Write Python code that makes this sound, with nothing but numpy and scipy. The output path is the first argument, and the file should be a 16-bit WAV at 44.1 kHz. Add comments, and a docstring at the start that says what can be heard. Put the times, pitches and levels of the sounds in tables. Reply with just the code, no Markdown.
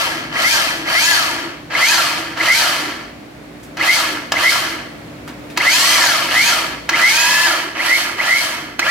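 """A mains right-angle drill turns the capstan of a cable puller in short trigger pulls, in a
concrete-floored workshop with humming ventilation. A pull often opens with a clack as the gears take
up their slack. The motor spins up, and its tooth tones squeak through a resonance of the frame.
On release it coasts down with rattling gears, fading fan hiss and a low drone from the boom.
Rope and fittings tap in the longer pauses; near the end the microphones back away."""
import sys
import numpy as np
from scipy import signal
from scipy.fft import rfft, irfft, next_fast_len
from scipy.io import wavfile
from scipy.ndimage import uniform_filter1d, map_coordinates

SR = 44100
rng = np.random.default_rng(int(sys.argv[2]) if len(sys.argv) > 2 else 0)


def persist_wave(psi):
    """Save psi, clipped to +-1, as 16-bit WAV."""
    counts = np.round(np.clip(psi, -1, 1) * 32767).astype(np.int16)
    wavfile.write(sys.argv[1], SR, np.atleast_2d(counts).T)


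N = 392490
T = np.arange(N) / SR
SIZE = next_fast_len(N + SR)
FREQ = np.arange(SIZE // 2 + 1) * SR / SIZE
MESH_PER_TURN = 2.56  # tooth contacts of the second gear stage per motor turn

# Trigger pulls. Each row: press and release in seconds, target speed in Hz, spin-up time constant
# in seconds, friction braking in Hz per second, whine level in dB, squeak level in dB.
PULLS = [(-.318, -.074, 311.7, 0.085, 289.2, 2, -4), (.322, 0.538, 390.4, 0.14, 318, -1, -5.5),
         (.853, 1.103, 383.8, 0.13, 297.6, 1, -6), (1.696, 1.918, 414.7, 0.14, 256.6, 0, -2),
         (2.365, 2.59, 402.5, 0.16, 262.5, -2.5, -1), (3.768, 3.957, 340, .09, 441.8, -4.5, -1.5),
         (4.308, 4.51, 364, 0.13, 357.2, -9, -2), (5.557, 5.95, 421.3, 0.13, 200.1, 0, 0),
         (6.299, 6.482, 393.4, .16, 484.6, -1.5, -1.5), (6.881, 7.452, 341.3, 0.12, 537.4, -2, -1),
         (7.747, 7.975, 373.5, .165, 539.7, -12, -0.5), (8.173, 8.411, 325.3, 0.12, 380, -5.5, 0),
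         (8.78, 9.01, 332, 0.098, 420, 10, 1)]


def undb(db):
    """Decibels to gain."""
    return 10 ** (np.asarray(db) / 20)


def unit(x):
    """Scale to rms 1."""
    return x / np.sqrt(np.mean(x ** 2))


def spectrum(points):
    """An EQ curve: (Hz, dB) points joined on a log-frequency axis."""
    hz, db = np.transpose(points)
    return np.interp(np.log(FREQ + 1), np.log(hz), db)


def bump(hz, width_hz):
    """Bell-shaped outline of a resonance, 1 at its centre."""
    return 1 / (1 + (2 * (FREQ - hz) / width_hz) ** 2)


def colour(x, db):
    """Minimum-phase EQ with the given dB at each frequency."""
    cepstrum = irfft(db * np.log(10) / 20, SIZE)
    cepstrum[1:SIZE // 2] *= 2
    cepstrum[SIZE // 2 + 1:] = 0
    return irfft(rfft(x, SIZE) * np.exp(rfft(cepstrum)), SIZE)[..., :N]


def ring(x, hz, width_hz):
    """Pass through one resonance."""
    edges = [hz - width_hz / 2, hz + width_hz / 2]
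    return signal.sosfilt(signal.butter(2, edges, "band", fs=SR, output="sos"), x)


def walk(rate_hz):
    """Smooth random modulation with spread near 1."""
    step = int(SR / rate_hz)
    held = np.repeat(rng.standard_normal(N // step + 1), step)
    return 1.3 * uniform_filter1d(held, step)[:N]


def curves(table):
    """Automation lanes: each column of a timed table, joined by straight lines."""
    times, *columns = np.transpose(table)
    return [np.interp(T, times, column) for column in columns]


def burst(start, hold_s, decay_s):
    """Envelope of a contact: holds briefly, then dies away."""
    return (T >= start) * np.exp(-np.clip((T - start - hold_s) / decay_s, 0, 40))


def glide(per_turn, turns):
    """A tone locked to the motor's rotation."""
    return np.sin(2 * np.pi * per_turn * turns)


def spread_noise(apart):
    """Noise from a wide body: each microphone gets a common part and one of its own."""
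    common, *own = rng.standard_normal((3, N))
    return common + apart * np.array(own)


def mono_bass(x, below_hz):
    """Long waves reach both microphones alike, short ones differ."""
    mid, side = (x[0] + x[1]) / 2, (x[0] - x[1]) / 2
    side = signal.sosfilt(signal.butter(1, below_hz, "high", fs=SR, output="sos"), side)
    return np.array([mid + side, mid - side])


def ventilation():
    """The bed: rushing air with a broad vent resonance, and wavering fan and mains tones."""
    # Tone of the air. Each row: frequency in Hz, level in dB.
    air_eq = [(15, -44), (25, -37), (35, -34), (48, -15.5), (145, -6), (180, -8), (236, -6), (301, -7),
              (354, -9), (476, -12), (545, -11), (641, -11), (796, -18), (2050, -24), (16000, -46)]
    # Fan and mains tones. Each row: pitch in Hz, level in dB.
    hum_tones = [(58.5, -52.5), (120, -52.5), (156, -49.5), (242, -50), (295, -43.5)]
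    # The bed's level where the microphones stand. Each row: time in seconds, gain in dB.
    bed_fader = [(0, 2), (3, 0), (5.8, 3), (7, 2), (7.7, -2.5), (8.9, -1)]
    air = colour(rng.standard_normal((2, N)), spectrum(air_eq) + 4 * bump(hz=2150, width_hz=900))
    rush = unit(mono_bass(air, below_hz=550)) * undb(.4 * walk(3))
    hum = 0
    for hz, db in hum_tones:
        level = np.sqrt(2) * undb(db + 2 * walk(7))
        hum += level * np.sin(2 * np.pi * np.cumsum(hz + 2 * walk(20)) / SR)
    return undb(curves(bed_fader)[0]) * (undb(-38) * rush + undb(-3) * hum)


def taps():
    """Rope and fittings knock and tick between pulls: short bursts of band-passed noise."""
    # Light contacts. Each row: start in seconds, level in dB, band position in Hz.
    hits = [(3.432, -40, 9000), (3.599, -35, 9000), (3.631, -22, 7600), (5.277, -9.5, 1600),
            (5.5, -16, 2500)]
    out = 0
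    for start, db, hz in hits:
        band = signal.butter(1, [hz * .57, hz * 1.23], "band", fs=SR, output="sos")
        noise = unit(signal.sosfilt(band, rng.standard_normal(N)))
        out += undb(db - 23) * noise * burst(start, hold_s=.002, decay_s=.027)
    return out


def motor(coast_s=.7):
    """Speed in Hz and current (0-1): spins up while pressed, then dry friction and air drag brake it."""
    speed, power = np.zeros((2, N))
    for press, release, top_hz, rise_s, brake, *_ in PULLS:
        i = max(int(press * SR), 0)
        t = T[i:]
        driven = top_hz - (top_hz - speed[i]) * np.exp(-(np.minimum(t, release) - press) / rise_s)
        drag = np.exp(-np.maximum(t - release, 0) / coast_s)
        speed[i:] = np.maximum((driven + brake) * drag - brake, 0)
        power[i:] = t < release
    return speed, uniform_filter1d(power, size=800)


def pull_envelopes(settle_s=.38, unsettle_s=.26):
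    """How far the drive has settled (0-1), and whine and squeak dB, held from press to press."""
    settled, whine_db, squeak_db = np.zeros((3, N))
    for press, release, *_, pull_whine_db, pull_squeak_db in PULLS:
        i = max(int(press * SR), 0)
        held_s = np.minimum(T[i:], release) - press
        released_s = np.maximum(T[i:] - release, 0)
        settled[i:] = (1 - np.exp(-(held_s / settle_s) ** 2)) * np.exp(-released_s / unsettle_s)
        whine_db[i:], squeak_db[i:] = pull_whine_db, pull_squeak_db
    return uniform_filter1d(np.array([settled, whine_db, squeak_db]), size=800)


def drone(turns, speed, hz=340, width_hz=85, loudest_speed=125, speed_span=80):
    """The puller's boom hums in its bending mode while the gears turn slowly and knock."""
    swell = np.exp(-((speed - loudest_speed) / speed_span) ** 2) * np.minimum(speed / 40, 1)
    knocking = unit(ring(rng.standard_normal(N), hz, width_hz))
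    teeth = ring(glide(3, turns) + glide(MESH_PER_TURN, turns), hz, width_hz)
    return swell * (knocking + undb(-11) * teeth)


def hiss(speed, pace, flicker_db=1.3):
    """Fan air and brushes, pulsing once a turn and growing steeply with speed."""
    # Tone of the hiss. Each row: frequency in Hz, level in dB.
    hiss_eq = [(400, -24.5), (1200, -14), (2600, -1), (3600, 1), (5500, -1.5), (7500, -4), (10000, -6.5),
               (12500, -8.5), (16000, -22)]
    pulsing = 1 + .17 * glide(1, np.cumsum(speed) / SR)
    air = spread_noise(apart=1.8) * pulsing * undb(flicker_db * walk(500))
    return unit(colour(air, spectrum(hiss_eq))) * pace ** 2.33


def rattle(speed, power, pace, density=.25, scatter_db=2):
    """Dense uneven tooth impacts, bunched once a turn."""
    # Tone of the impacts. Each row: frequency in Hz, level in dB.
    rattle_eq = [(100, -32.5), (250, -13.5), (450, -13.5), (620, -1.5), (1300, 0), (2200, 3.5), (2900, -2),
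                 (3600, -9.5), (6000, -14.5), (10000, -27.5), (16000, -35)]
    # Rattle under current, which holds the teeth together at speed. Each row: speed in Hz, gain in dB.
    under_load = [(0, 11), (130, 4.5), (245, 3.5), (280, -8.5), (400, -2)]
    impacts = spread_noise(apart=.65) * (rng.random(N) < density) * undb(scatter_db * walk(900))
    bunching = 1 + .16 * glide(1, np.cumsum(speed) / SR)
    load_db = power * np.interp(speed, *np.transpose(under_load))
    return unit(colour(impacts * bunching, spectrum(rattle_eq))) * pace ** 1.042 * undb(load_db)


def whine(speed, power, pace, treble_db, roughness=.48):
    """Tooth and blade tones glide with the motor, blurred by the play in the gears."""
    # Armature and fan tones. Each row: cycles per turn, driven level in dB, coasting level in dB.
    motor_tones = [(3, -6.5, -6), (6, -12, -9), (8, -5.5, -17), (12, -18, -12), (18, -13, -12),
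                   (21, -5, -5.5), (24, -18, -19)]
    # Second gear stage. Each row: multiple of its mesh rate, driven level in dB, coasting level in dB.
    gear_tones = [(1, -15.5, -10), (2, -7.5, -3.8), (3, -12, -21), (4, -8, -12), (5, -15, -3.5),
                  (6, -4.5, -2), (10, -15, -12)]
    # Tone of the whine. Each row: frequency in Hz, gain in dB.
    whine_eq = [(100, -10), (300, -5.5), (480, -8.5), (900, -2), (1700, 5.5), (2400, 9), (3500, -10),
                (7000, 3), (12000, -16)]
    turns = np.cumsum(speed * (1 + .008 * walk(220))) / SR
    mesh_tones = [(multiple * MESH_PER_TURN, *levels) for multiple, *levels in gear_tones]
    out = 0
    for per_turn, driven_db, coasting_db in [*motor_tones, *mesh_tones]:
        height = min(per_turn / 12, 1.8)
        db = driven_db * power + coasting_db * (1 - power) + height * treble_db
        softening = np.minimum(pace, 1.05) ** (1 + 2 * height)  # slow, soft contacts lose overtones
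        out += undb(db) * softening * glide(per_turn, turns) * (1 + roughness * walk(260))
    return colour(out, spectrum(whine_eq))


def clacks():
    """The gears slam across their slack as the current comes on."""
    # Slack closing. Each row: start in seconds, level in dB.
    slams = [(1.71, -31), (2.373, -16), (3.77, -14), (4.32, 0.5), (5.574, 0.5), (6.891, 0), (8.793, 5)]
    # Tone of a slam. Each row: frequency in Hz, level in dB.
    clack_eq = [(150, -65), (400, -24), (700, -0.5), (2200, 3), (3600, -4.5), (6000, -6.5), (9000, -18.5),
                (16000, -24)]
    envelope = sum(undb(db) * burst(start, hold_s=.0036, decay_s=.003) for start, db in slams)
    chatter = unit(colour(rng.standard_normal(N), spectrum(clack_eq)))
    return envelope * np.tanh(chatter)


def squeak(turns, torque, roughness=.16):
    """Two tones sweep one frame resonance: briefly a gear overtone, then the eight-tooth pinion."""
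    pinion = glide(8, turns)
    overtone = glide(6 * MESH_PER_TURN, turns)
    teeth = torque * (1.4 * pinion + undb(-1) * overtone) * (1 + roughness * walk(300))
    frame = ring(teeth, hz=2065, width_hz=235)
    gear_case = ring(torque * overtone, hz=2720, width_hz=400)  # carries the overtone further up
    return frame + undb(-11.5) * gear_case


def drill(reference_hz=300, flutter=.0043, near_m=1.5):
    """All the sounds of the drive, radiated by its frame and weaker with distance."""
    # Resonances of gear case and steel frame. Each row: centre in Hz, width in Hz, lift in dB.
    resonances = [(343.5, 28.5, 18), (403, 24, 3.5), (665, 373, 5.5), (1169, 146, 6.5), (1355, 166, 4),
                  (1723, 167, 5.5), (2010, 310, 2), (3096, 330, 8.5), (4420, 510, 8), (5350, 450, 4.5),
                  (6110, 260, 5), (8050, 330, 2), (11500, 370, 2.5)]
    # The microphones come up close, then back away. 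Each row: time in seconds, distance in metres.
    distance = [(0, 1.43), (1.1, 1.63), (1.9, 1.49), (6.4, 1.484), (7.4, 1.29), (8, 1.92), (8.9, 2.6)]
    speed, power = motor()
    settled, whine_db, squeak_db = pull_envelopes()
    pace = speed / reference_hz
    turns = np.cumsum(speed * (1 + flutter * walk(150))) / SR
    ripple = power * np.sin(2 * np.pi * 120 * T)  # torque pulses at twice the mains frequency
    # A held trigger lets the drive settle: the starting current's hiss eases and the gear tones clear.
    easing_db, clearing_db = -8 * settled, 7.5 * settled
    running = undb(-23) * rattle(speed, power, pace)
    running += undb(-19.5 + easing_db) * hiss(speed, pace)
    running += undb(-27.5 + whine_db + clearing_db) * whine(speed, power, pace, 3.5 + easing_db)
    running *= 1 + .043 * ripple
    ringing = undb(-10 + squeak_db) * squeak(turns, torque=power + ripple)
    ringing += undb(-35.5) * drone(turns, speed)
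    frame_eq = sum(db * bump(hz, width_hz) for hz, width_hz, db in resonances)
    body = colour(running + undb(-10.5) * clacks(), frame_eq)
    return (body + ringing) * near_m / curves(distance)[0]


def aim(x):
    """The handheld microphones turn: level and arrival time shift between them."""
    # The machine's direction. Each row: time in seconds, left minus right in dB, left lag in seconds.
    bearing = [(0, .3, .00016), (1.2, 0, .00015), (1.9, -.6, 0), (6.7, -.8, 0), (7.8, -3, .00007),
               (8.9, -2.6, .00008)]
    pan_db, lag_s = curves(bearing)
    left = map_coordinates(x[0], [(T - lag_s) * SR], order=3)
    return np.array([left, x[1]]) * undb(np.array([pan_db, -pan_db]) / 2)


def room(x, early_db=-4, early_s=.0069, tail_db=-8, low_t60=1.0, high_t60=.64):
    """Direct sound, scatter from floor and near wall, then the room's tail, whose treble dies first."""
    t = T[:SR]
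    early, late = rng.standard_normal((2, 2, SR)) / np.sqrt(SR)
    early *= unit((t > .002) * np.exp(-t / early_s))
    lows = signal.sosfilt(signal.butter(1, 3500, fs=SR, output="sos"), late)
    highs = late - lows
    tail = lows * unit(undb(-60 * t / low_t60)) + highs * unit(undb(-60 * t / high_t60))
    echoes = undb(early_db) * early + undb(tail_db) * (t > .012) * tail
    return mono_bass(x + signal.fftconvolve(x, echoes, axes=1)[:, :N], below_hz=525)


def scene():
    """The puller in its workshop, over the ventilation."""
    return room(aim(drill() + taps())) + ventilation()


def record(dry, gain_db=.83, threshold_db=-11, top_hz=15900):
    """The microphones differ in treble; a limiter ducks and rounds the peaks; the top is cut off."""
    # Colour of the microphone pair. Each row: frequency in Hz, left minus right in dB.
    mic_balance = [(100, 0), (700, -0.3), (1400, -2.7), (2400, -1), (4400, 9), (6000, 0), (8100, -2),
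                   (14000, -9.5)]
    tilt_db = spectrum(mic_balance) / 2
    heard = undb(gain_db) * np.array([colour(dry[0], tilt_db), colour(dry[1], -tilt_db)])
    loudness = uniform_filter1d(np.mean(heard ** 2, axis=0), size=900) / undb(threshold_db) ** 2
    limited = np.tanh(heard / (1 + loudness ** 2) ** .125)
    return signal.sosfilt(signal.ellip(10, .2, 80, top_hz, fs=SR, output="sos"), limited)


dry = scene()
out = record(dry)
persist_wave(out)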